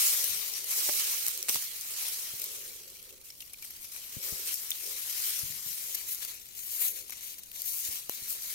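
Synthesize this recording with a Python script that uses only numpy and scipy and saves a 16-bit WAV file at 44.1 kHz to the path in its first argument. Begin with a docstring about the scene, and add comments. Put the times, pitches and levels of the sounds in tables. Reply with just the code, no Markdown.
"""Pushing through half-dry grass

Someone on a hillside path pushes through tall grass, holding a small camera; its two ports hear it unequally.
Drag and swishes are dense random slips plus ticks and leaf crackle, coloured by band and driven by a push level.
Rubs are slips in a low band; snaps are noise shaped by ragged tearing, with ring and stem peaks.
Hand bumps are short damped swings with judder and dull knocks; open air is faint low-frequency noise."""
import sys
import numpy as np
from scipy import signal
from scipy.fft import rfft, irfft
from scipy.io import wavfile
from scipy.ndimage import uniform_filter1d

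SR = 44100
rng = np.random.default_rng(int(sys.argv[2]) if len(sys.argv) > 2 else 0)


def materialize(psi):
    """Save the field psi as 16-bit PCM at rate SR to the path in sys.argv[1].

    A 1-D psi becomes a single channel; in a 2-D psi each row is a channel.
    """
    bounded = np.clip(np.atleast_2d(psi).T, -1, 1)
    quanta = np.round(bounded * 32767).astype(np.int16)
    wavfile.write(sys.argv[1], SR, quanta)


N = 376613

# Colour of the grass at the two ports. Each row: frequency in Hz, left level in dB, right level in dB.
PORT_COLOUR = [(200, -8, -6.5), (790, -14, -16), (1180, -8, -12.5), (1650, -8, -10), (2230, 0, -3.5),
               (2660, -1.5, -4), (3050, -2, 0.3), (3620, -2, -2.6), (4020, 2.5, -0.5), (4850, 0.5, 0),
               (5770, 4.5, 0.8), (8220, 0.1, 1), (8560, 3.5, 4.3), (9960, 1.8, -2), (10670, 6, 0),
               (11900, 4.5, 4), (12940, 9, -4), (14300, 6.5, 2.5), (15500, 0, 2)]
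# Steady drag as the walker slows and moves on. Each row: time in seconds, sliding level in dB before trim.
DRAG_LEVEL = [(0.0, -23.5), (0.63, -38), (1.1, -28.5), (1.56, -43), (2.02, -34), (2.71, -42), (2.81, -47),
              (3.16, -54), (3.47, -51), (4.19, -42.5), (4.24, -35), (4.83, -39.5), (5.3, -31.5),
              (5.62, -40), (5.95, -37.5), (6.48, -51), (7.48, -51), (8.54, -42)]
# Side balance of the grass. Each row: time in seconds, left minus right in dB (the rustle re-centres it).
GRASS_SIDE = [(0, 2), (.4, 7.5), (.85, -0.5), (1.5, 0), (2.35, 3), (3.2, 1), (4, 4.5), (5.4, 6), (7.1, 7),
              (8.54, 5)]
# Blades sweeping across the camera. Each row: start in seconds, contact in seconds, level in dB before trim,
# share of stiff stalks in dB, share of thin leaf edges in dB.
BLADE_SWISHES = [(-0.003, 0.071, -28.5, -8, 7), (0.38, 0.057, -37, 7, -4), (0.527, 0.044, -29, -4.5, -9),
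                 (0.675, 0.31, -29.5, -2, 2), (0.964, 0.025, -27, 2, -2), (1.23, 0.031, -35, 4, 6),
                 (1.47, 0.1, -30, -1, 1.5), (1.588, 0.066, -38, 1, 6), (1.949, 0.12, -36, -0.5, 0),
                 (2.922, 0.17, -55.5, 6, 2), (3.229, 0.015, -42.5, -3.5, 1), (3.6, 0.084, -50, -1, 0.5),
                 (3.787, 0.049, -47, -3, 2.5), (3.921, 0.044, -41.5, -1.5, -2),
                 (4.447, 0.059, -33, -1.5, -2), (4.511, 0.049, -44, -27, 13), (4.79, 0.11, -45.5, -4, 8),
                 (5.208, 0.038, -36.5, 3, 12), (5.63, 0.22, -46, -2, 16), (6.049, 0.083, -44.5, 5, 24),
                 (6.194, 0.031, -37, -1, -2), (6.26, 0.023, -38.0, 0.5, 2), (6.543, 0.2, -43.5, -2, 6.5),
                 (6.701, 0.076, -39, -1, 7), (6.782, 0.081, -36.5, 3.5, 14),
                 (6.931, 0.061, -41.5, 0.5, 4.5), (7.072, 0.11, -44.5, -0.5, -3),
                 (7.199, 0.11, -42, -0.5, 2.5), (7.357, 0.03, -51, -5, -6), (7.528, 0.1, -41.5, -2.5, -0.5),
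                 (7.624, 0.19, -39, -4, 7), (7.8, 0.17, -38, -0.5, 4), (8.077, 0.75, -45, 2.5, 5.5),
                 (8.263, 0.053, -42, 0, 18), (8.467, 0.05, -40, 1, 2)]
# The rustle moves from blades at the case down to the feet. Each row: time in seconds, left lead in ms
# (negative: right leads), likeness of the ports from 0 to 1.
RUSTLE_ARRIVAL = [(0, -0.048, 0.08), (4.1, -0.06, 0.21), (4.5, 0.48, 0.23), (5.6, 0.43, 0),
                  (6.1, 0.46, 0.81), (7.4, 0.45, 0.9), (8.54, 0.447, 0.44)]
# Colour of the late rustle, where both ports hear alike. Each row: frequency in Hz, extra dB at full likeness.
LATE_COLOUR = [(600, 2.5), (1100, 4.5), (2200, -2), (3300, 2.5), (4200, 0.5), (5200, -1.7), (6800, 2.5),
               (7900, -0.5), (9000, 0.5)]
# A blade or the grip slides along the case. Each row: start in seconds, length in seconds,
# level in dB before trim, left minus right in dB.
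CASE_RUBS = [(-0.1, 0.84, -66, 5), (0.55, 0.49, -62, -1), (1.24, 0.38, -63, -3), (2.377, 0.37, -58, -4),
             (2.68, 0.33, -63, -6), (2.98, 0.26, -63.5, -7), (4.11, 0.4, -57.5, -1),
             (4.788, 0.22, -59.5, -2), (6.82, 0.26, -63, 1)]
# Open air. Each row: frequency in Hz, relative density in dB per Hz.
AIR_COLOUR = [(15, 1), (30, 4), (70, 2), (110, -0.5), (200, -4), (450, -7.5), (800, -16), (3000, -28)]
# Stalks that snap or flick the case. Each row: time in seconds, level in dB before trim, ring in Hz,
# extra low knock in dB, extra hollow stem in dB, tearing time in seconds.
STALK_SNAPS = [(0.242, -10.5, 13700, -1, -9, 0.0016), (0.537, -19, 5800, -16, 4, 0.0023),
               (0.89, -16, 15000, 17, 3, 0.0013), (0.8941, -16.5, 613, 16, -0.5, 0.0028),
               (0.9007, -29, 2610, 3, 2, 0.002), (1.265, -12, 11500, -4, -13, 0.0036),
               (1.282, -11.5, 11500, -9, -22, 0.0009), (1.3755, -20, 11700, -4, 0, 0.0027),
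               (1.4274, -15.5, 6000, -7, -2, 0.0012), (1.485, -16, 8850, 11, 6, 0.00096),
               (1.4892, -12, 8750, 2, 1, 0.0015), (1.4932, -12, 13500, -3, 10, 0.002),
               (1.4941, -10, 6000, 6, -3, 0.0021), (1.497, -18, 6060, 13, 6, 0.0048),
               (1.544, -12.5, 8900, 0, -5, 0.003), (1.5572, -15.5, 8400, 18, 1, 0.0014),
               (1.566, -23, 13000, 0, -7, 0.002), (1.5892, -25, 13000, 1, -5, 0.001),
               (1.81, -20.5, 6400, -26, -20, 0.0031), (2.4172, -17, 13800, -6, -6, 0.0026),
               (2.44, -16.5, 12800, -4, -16, 0.0035), (2.9008, -33, 9200, -7, -9, 0.002),
               (3.0275, -30, 12000, -6, -14, 0.0007), (3.3025, -28.5, 5360, -1, 9, 0.0055),
               (3.405, -25, 9700, -5, 8, 0.0074), (3.4214, -31.5, 2760, 2, 7, 0.0087),
               (3.538, -33.5, 2310, -3, 13, 0.0081), (3.625, -27, 2300, -4, 5, 0.012),
               (3.642, -33, 9000, -3, 15, 0.0033), (3.647, -26, 9000, -4, 3, 0.0061),
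               (3.9612, -24.5, 13000, 8, 12, 0.004), (4.473, -22, 14000, -10, -7, 0.002),
               (4.5407, -14.5, 12800, -11, -10, 0.006), (4.7057, -12.5, 14200, -8, -10, 0.00069),
               (4.7154, -15.5, 3520, 7, 13, 0.004), (4.8339, -27, 12500, -4, -6, 0.003),
               (5.3913, -15, 13200, -24, -14, 0.0045), (5.95, -14.5, 13300, -4, -7, 0.0068),
               (6.147, -20, 13200, -8, -8, 0.0015), (6.227, -22, 6650, -5, 0, 0.011),
               (6.2491, -19, 13700, 2, 0, 0.0025), (7.096, -25, 10400, 12, -4, 0.0015),
               (7.1055, -23, 13200, -12, -8, 0.001), (7.123, -21, 2180, 8, 0, 0.016),
               (7.387, -26, 14500, 4, -2, 0.012), (7.4345, -28.5, 8900, -18, 5, 0.0046),
               (7.515, -27, 14000, -1, 5, 0.0055), (7.6188, -16.5, 12900, -41, -11, 0.0013),
               (8.0951, -14.5, 13200, 10.5, -4, 0.00086)]
# Soft bumps of the hand on the case. 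Each row: start in seconds, level in dB before trim, swing in Hz,
# share of hard knock in dB before trim, left minus right in dB, sliding time in seconds.
HAND_BUMPS = [(0.299, -47.5, 61.6, -23, 15, 0.029), (1.556, -44.5, 143, 1.5, -22, 0.0046),
              (2.337, -49, 106, -2, 4, 0.006), (4.167, -32.5, 132, -26, 38, 0.0064),
              (4.324, -42.5, 70.0, 3.5, 18, 0.01), (5.431, -37.5, 96, -29, 20, 0.0098),
              (5.453, -45.5, 80.7, -20, 20, 0.027), (5.501, -43, 142, -38, 18, 0.028),
              (5.662, -45.5, 158, -34, 23, 0.021), (7.887, -46.5, 72.4, -4, 35, 0.012),
              (8.221, -49.5, 102, -8, 11, 0.0092)]

TIME_S = np.arange(N) / SR
BIN_HZ = np.fft.rfftfreq(1024, 1 / SR)
SWISH_ATTACK_S, SWISH_FADE_DB_PER_S = 0.034, 199
DRAG_EDGE_DB, USUAL_EDGE_DB = 0.8, 3  # share of thin leaf edges in the drag, and in PORT_COLOUR
DRAG_STALK_DB, STALK_DB_PER_DB = -0.96, -0.05  # stiff stalks stand out where the push is slow
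UNEVEN_DB, UNEVEN_HZ, EDGE_DRIFT_DB = 0.8, 32, 0.5  # grip jumps; rate and depth of edge drift
CATCHES_PER_S, CATCH_S = 77, 0.011  # blades catch at once and slide free slowly
AIR_DB = -65
SETTLE_DB = -23  # fibres settling, against the snap
FIBRE_DECAY_S, FIBRE_SPREAD_DB, FIBRE_FADE_DB = 0.00024, 2, -10  # fade is over the whole tear
SMALL_DB, SMALL_FOLLOW_DB_PER_DB, SMALL_TEAR_S = -25, 0.71, 0.0051  # lesser snaps, before trim
SMALL_SPREAD_DB, SMALL_STEM_DB, SMALL_VARIETY_DB = -5, -9, 0.5
EDGE_HZ = 15850


def gain_of(db):
    """Decibels to an amplitude factor."""
    return 10 ** (np.asarray(db) / 20)


def evened(x):
    """Scales each channel to rms 1."""
    return x / np.sqrt(np.mean(x ** 2, -1, keepdims=True) + 1e-20)


def read(points, hz):
    """Reads every column of a spectrum on a log-frequency axis."""
    point_hz, *columns = np.transpose(points)
    return np.array([np.interp(np.log(hz + 1), np.log(point_hz + 1), c) for c in columns])


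def follow(curve, s):
    """Reads a control curve at times s."""
    return np.interp(s, *np.transpose(curve))


def ramp(hz, start_hz, end_hz):
    """Goes from 0 at start_hz to 1 at end_hz on a log-frequency axis."""
    return np.clip(np.log((hz + 1) / start_hz) / np.log(end_hz / start_hz), 0, 1)


def sides(pan_db):
    """Left and right gains of constant power."""
    pair = gain_of(np.array([pan_db, -pan_db]) / 2)
    return pair / np.sqrt(np.mean(pair ** 2, 0))


def add(mix, s, sound):
    """Adds a stereo sound to the mix at time s."""
    part = mix[:, max(round(s * SR), 0):][:, :sound.shape[1]]
    part += sound[:, :part.shape[1]]


def wander(rate_hz, channels=2):
    """Random drift of rms 1 with little change faster than rate_hz."""
    hz = np.fft.rfftfreq(N, 1 / SR)
    noise = rng.standard_normal((channels, N))
    return evened(irfft(rfft(noise) / (1 + (hz / rate_hz) ** 4), N))


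def slips(per_s, spread_db, flutter_db, flutter_hz):
    """Tiny teeth on the blade edges catch and let go; each port hears the blades nearest to it."""
    size = gain_of(spread_db * np.minimum(rng.exponential(1, (2, N)), 4))
    clicks = size * rng.standard_normal((2, N)) * (rng.random((2, N)) < per_s / SR)
    return evened(clicks * gain_of(flutter_db * wander(flutter_hz)))


def ticks(per_s, spread_db, tick_s, apart_db):
    """Dry blade edges flick off one another: bare ticks without pitch, heard unequally at the ports."""
    chance, size, pan = rng.random(N), rng.exponential(1, N), rng.standard_normal(N)
    sizes = gain_of(spread_db * np.minimum(size, 3))
    hits = (chance < per_s / SR) * sizes * sides(apart_db * pan)
    envelope = signal.lfilter([1], [1, -np.exp(-1 / (tick_s * SR))], hits)
    return evened(envelope * rng.standard_normal((2, N)))


def crackle(per_s, spread_db, ring_s, ring_share, apart_db, count=24):
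    """Dry leaves buckle in short bursts, each at one of count pitches, heard unequally at the ports."""
    t, out = np.arange(512) / SR, np.zeros((2, N))
    for hz in np.geomspace(2300, 15000, count):
        chance, size, pan = rng.random(N), rng.exponential(1, N), rng.standard_normal(N)
        at = np.flatnonzero(chance < per_s / count / SR)
        clicks = np.zeros((2, N))
        clicks[:, at] = gain_of(spread_db * np.minimum(size[at], 4)) * sides(apart_db * pan[at])
        ring = np.sin(2 * np.pi * (hz * t + rng.random((2, 1))))
        leaf = (rng.standard_normal((2, len(t))) + ring_share * ring) * np.exp(-t / ring_s)
        out += signal.oaconvolve(clicks, leaf, axes=1)[:, :N]
    return evened(out)


def catches():
    """The grip jumps whenever a blade catches, then relaxes; rms 1."""
    jumps = (rng.random(N) < CATCHES_PER_S / SR) * rng.uniform(.5, 1, N)
    grip = signal.lfilter([1], [1, -np.exp(-1 / (CATCH_S * SR))], jumps)
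    return evened(grip - grip.mean())


def pushing():
    """Swishes rise, hold and fade over the drag: level and shares of stalks and leaf edges, in dB."""
    power = gain_of(follow(DRAG_LEVEL, TIME_S)) ** 2
    stalks, edges = power * DRAG_STALK_DB, power * DRAG_EDGE_DB
    for s, contact_s, db, stalk_db, edge_db in BLADE_SWISHES:
        rise = np.clip((TIME_S - s) / SWISH_ATTACK_S, 0, 1)
        fade_db = SWISH_FADE_DB_PER_S * np.clip(TIME_S - s - contact_s, 0, 1)
        swish = (rise * gain_of(db - fade_db)) ** 2
        power = power + swish
        stalks = stalks + swish * stalk_db
        edges = edges + swish * edge_db
    grip, drift = catches(), wander(UNEVEN_HZ, channels=1)[0]
    push_db = 10 * np.log10(power) + UNEVEN_DB * grip
    stalks_db = stalks / power + STALK_DB_PER_DB * (push_db - push_db.mean())
    edges_db = edges / power - USUAL_EDGE_DB + EDGE_DRIFT_DB * drift
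    return push_db, stalks_db, edges_db


def rustle(level_db, crackle_db, loosen_db_per_db, patchy_db, stalk_db, edge_db, bass_db, centre_db,
           tick_db, tick_loosen_db_per_db, shared, scatter):
    """Slips, ticks and crackle follow the push; stalks thicken the sound, leaf edges sharpen it."""
    push_db, stalks_db, edges_db = pushing()
    excess_db = push_db - push_db.mean()
    # a slow push leaves single crackles standing out, a fast one merges them into hiss
    loose = gain_of(crackle_db - loosen_db_per_db * excess_db)
    sliding = slips(per_s=30000, spread_db=1, flutter_db=0.76, flutter_hz=48.0)
    buckling = crackle(per_s=330, spread_db=3.0, ring_s=0.0063, ring_share=0.64, apart_db=6.5)
    flicking = ticks(per_s=420, spread_db=1.0, tick_s=0.00025, apart_db=4.5)
    flicking = gain_of(tick_db - tick_loosen_db_per_db * np.maximum(excess_db, 0)) * flicking
    drive = (sliding + flicking + loose * buckling) / np.sqrt(1 + loose ** 2)
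    hz, t, z = signal.stft(drive, SR, nperseg=512, noverlap=384)

    # long waves and grass further off reach both ports alike, one a moment before the other
    when, lead_ms, likeness = np.transpose(RUSTLE_ARRIVAL)
    like = np.interp(t, when, likeness)
    far = like * (1 - scatter * ramp(hz, 2500, 9100))[:, None]
    same = np.clip(np.maximum(far, shared * ramp(hz, 1300, 400)[:, None]), 0, 1)
    delay = np.exp(-2j * np.pi * hz[:, None] * np.interp(t, when, lead_ms) / 1000)
    z = np.array([z[0], same * delay * z[0] + np.sqrt(1 - same ** 2) * z[1]])

    edge_band = ramp(hz, 3950, 15400)
    stalky = np.interp(t, TIME_S, stalks_db) * ramp(hz, 4800, 4100)[:, None]
    edgy = np.interp(t, TIME_S, edges_db) * edge_band[:, None]
    # narrow blades radiate almost no bass
    shade = bass_db * ramp(hz, 364, 223) + stalk_db * ramp(hz, 1600, 1580) + edge_db * edge_band
    # random patches of level drift in time and frequency, separately at each port
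    patches = uniform_filter1d(rng.standard_normal(z.shape), size=14, axis=2)
    patches = uniform_filter1d(patches, size=6, axis=1)
    late = like * read(LATE_COLOUR, hz).T
    colour = (read(PORT_COLOUR, hz) + shade)[:, :, None] + stalky + edgy + late
    colour = colour + patchy_db * patches / patches.std()
    # the case shadows the treble more than the bass
    turn_db = (follow(GRASS_SIDE, t) - centre_db) * ramp(hz, 1300, 9700)[:, None]
    z = z * gain_of(colour) * sides(turn_db)
    swish = signal.istft(z, SR, nperseg=512, noverlap=384)[1][:, :N]
    return swish * gain_of(push_db + level_db)


def rubs(level_db, low_hz, high_hz, swell, apart):
    """Slips travel through the case, which passes only a low band; each rub swells and dies away."""
    out = np.zeros((2, N))
    case = signal.butter(5, [low_hz, high_hz], "band", fs=SR, output="sos")
    friction = slips(per_s=3000, spread_db=0.5, flutter_db=1.8, flutter_hz=26)
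    hum, own = evened(signal.sosfilt(case, friction))
    hum = evened(np.array([hum + apart * own, hum - apart * own]))
    for s, length_s, db, pan_db in CASE_RUBS:
        u = np.clip((TIME_S - s) / length_s, 0, 1)
        envelope = (4 * u * (1 - u)) ** swell
        out += gain_of(db + level_db) * sides(pan_db)[:, None] * envelope * hum
    return out


def air(left_db):
    """A faint rumble of moving air: shaped noise, separate at each port."""
    hz = np.fft.rfftfreq(N, 1 / SR)
    spectrum = rfft(rng.standard_normal((2, N))) * gain_of(read(AIR_COLOUR, hz))
    return evened(irfft(spectrum, N)) * gain_of(AIR_DB) * sides(left_db)[:, None]


def causal(x, db):
    """Colours x by a 513-bin dB spectrum in minimum phase: nothing ahead of the attack."""
    cepstrum = irfft(np.log(gain_of(db)))
    fold = 1 + np.sign(np.fft.fftfreq(cepstrum.shape[-1]))
    taps = irfft(np.exp(rfft(cepstrum * fold)))
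    return signal.oaconvolve(x, taps, axes=-1)[:, :x.shape[1]]


def port_noise(size, alike_hz=700, apart_hz=2200):
    """Noise whose long waves are the same at both ports."""
    z = rfft(rng.standard_normal((2, size)))
    same = ramp(np.fft.rfftfreq(size, 1 / SR), apart_hz, alike_hz)
    return irfft(np.array([z[0], same * z[0] + np.sqrt(1 - same ** 2) * z[1]]))


def tearing(t, tear_s, count=6):
    """Envelope of a stalk's fibres giving way one after another, tending to weaken."""
    order = np.arange(count)
    place = (order + rng.random(count) * (order > 0)) / count
    size = gain_of(FIBRE_FADE_DB * place + FIBRE_SPREAD_DB * rng.standard_normal(count))
    u = np.maximum(t - tear_s * place[:, None], 0) / FIBRE_DECAY_S
    return np.sqrt(size ** 2 @ (u * np.exp(2 - 2 * u)) / np.sum(size ** 2))


def small_snaps(count=20):
    """Lesser stalks give way at random, louder where the grass drags harder; rows as in STALK_SNAPS."""
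    when, pitch = rng.random((count, 2)).T
    size, knock, stem = rng.standard_normal((count, 3)).T
    s = when * N / SR
    drag_db = follow(DRAG_LEVEL, s) - follow(DRAG_LEVEL, TIME_S).mean()
    db = SMALL_DB + SMALL_FOLLOW_DB_PER_DB * drag_db + SMALL_SPREAD_DB * size
    ring_hz = 4000 + 10000 * pitch
    knock_db = SMALL_VARIETY_DB * knock
    stem_db = SMALL_STEM_DB + SMALL_VARIETY_DB * stem
    return list(zip(s, db, ring_hz, knock_db, stem_db, np.full(count, SMALL_TEAR_S)))


def snaps(level_db, tail_s, tail_db, ring_db, ring_octaves, stem_hz, bass_db,
          hollow_ring_db_per_db, hollow_dull_db_per_db):
    """A stalk tears in a ragged run of tiny cracks, its hollow stem rings, then the fibres settle."""
    t, out = np.arange(2048) / SR, np.zeros((2, N))
    stem = np.exp(-(np.log2((BIN_HZ + 1) / stem_hz) / .5) ** 2)
    for s, db, hz, knock_db, stem_db, tear_s in [*STALK_SNAPS, *small_snaps()]:
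        fade = tearing(t, tear_s) + gain_of(tail_db) * np.exp(-t / tail_s)
        hollow_db = max(stem_db, 0)  # a hollow stem rings more and cracks less brightly
        peak = np.exp(-(np.log2((BIN_HZ + 1) / hz) / ring_octaves) ** 2)
        ring = (ring_db + hollow_ring_db_per_db * hollow_db) * peak
        body = knock_db * ramp(BIN_HZ, 3200, 1000) + bass_db * ramp(BIN_HZ, 460, 150)
        dull = hollow_dull_db_per_db * hollow_db * ramp(BIN_HZ, 7800, 9000)
        colour = read(PORT_COLOUR, BIN_HZ) + ring + body + stem_db * stem - dull
        crack = causal(port_noise(size=len(t)) * fade, colour)
        crack /= np.linalg.norm(crack, axis=1, keepdims=True)  # unit energy at each port
        pair = sides(follow(GRASS_SIDE, s))[:, None]
        add(out, s + 0.00032, gain_of(db + level_db) * pair * crack)  # 0.32 ms after the row's time
    return out


def bumps(level_db, cycles, knock_db, knock_hz, knock_s, rub_db, rub_s, dull_hz, slide_db, slide_hz):
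    """The nudged case swings briefly and judders as the grip slides; a hard touch adds dull knock and rub."""
    t, out = np.arange(SR // 4) / SR, np.zeros((2, N))
    padding = signal.butter(4, dull_hz, fs=SR, output="sos")
    grip = signal.butter(2, [slide_hz / 1.4, slide_hz * 1.4], "band", fs=SR, output="sos")
    for s, db, hz, hard_db, pan_db, slide_s in HAND_BUMPS:
        u, skin = t * hz / cycles, rng.standard_normal(len(t))
        swing = u * np.exp(1 - u) * np.cos(2 * np.pi * hz * t)
        slide = t / slide_s * np.exp(1 - t / slide_s)
        judder = gain_of(slide_db) * evened(signal.sosfilt(grip, skin)) * slide
        rub = gain_of(rub_db) * evened(signal.sosfilt(padding, skin)) * np.exp(-t / rub_s)
        thud = np.exp(-t / knock_s) * np.sin(2 * np.pi * knock_hz * t)
        knock = signal.sosfilt(padding, thud) + rub
        bump = swing + judder + gain_of(knock_db + hard_db) * knock
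        add(out, s, gain_of(db + level_db) * sides(pan_db)[:, None] * bump)
    return out


def scene():
    """Sums all layers, with no walls to echo."""
    grass = rustle(level_db=-1, crackle_db=-12.5, loosen_db_per_db=1.0, patchy_db=2.5, stalk_db=0.0,
                   edge_db=1, bass_db=-39, centre_db=4.0, tick_db=-8.5, tick_loosen_db_per_db=0.45,
                   shared=0.46, scatter=1.0)
    sliding = rubs(level_db=-1, low_hz=348, high_hz=570, swell=0.84, apart=0.38)
    rumble = air(left_db=-5)
    stalks = snaps(level_db=10.5, tail_s=0.016, tail_db=SETTLE_DB, ring_db=10, ring_octaves=0.11,
                   stem_hz=2900, bass_db=-13.5, hollow_ring_db_per_db=0.77, hollow_dull_db_per_db=0.5)
    hand = bumps(level_db=-1.0, cycles=0.31, knock_db=13.0, knock_hz=424, knock_s=0.00065, rub_db=-22.5,
                 rub_s=0.02, dull_hz=650, slide_db=-15.5, slide_hz=151)
    return grass + sliding + rumble + stalks + hand


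def record(dry):
    """Band limit: linear-phase low-pass at EDGE_HZ."""
    taps = signal.firwin(1023, EDGE_HZ, window=("kaiser", 9), fs=SR)
    return signal.oaconvolve(dry, taps[None], "same", axes=1)


dry = scene()
out = record(dry)
materialize(out)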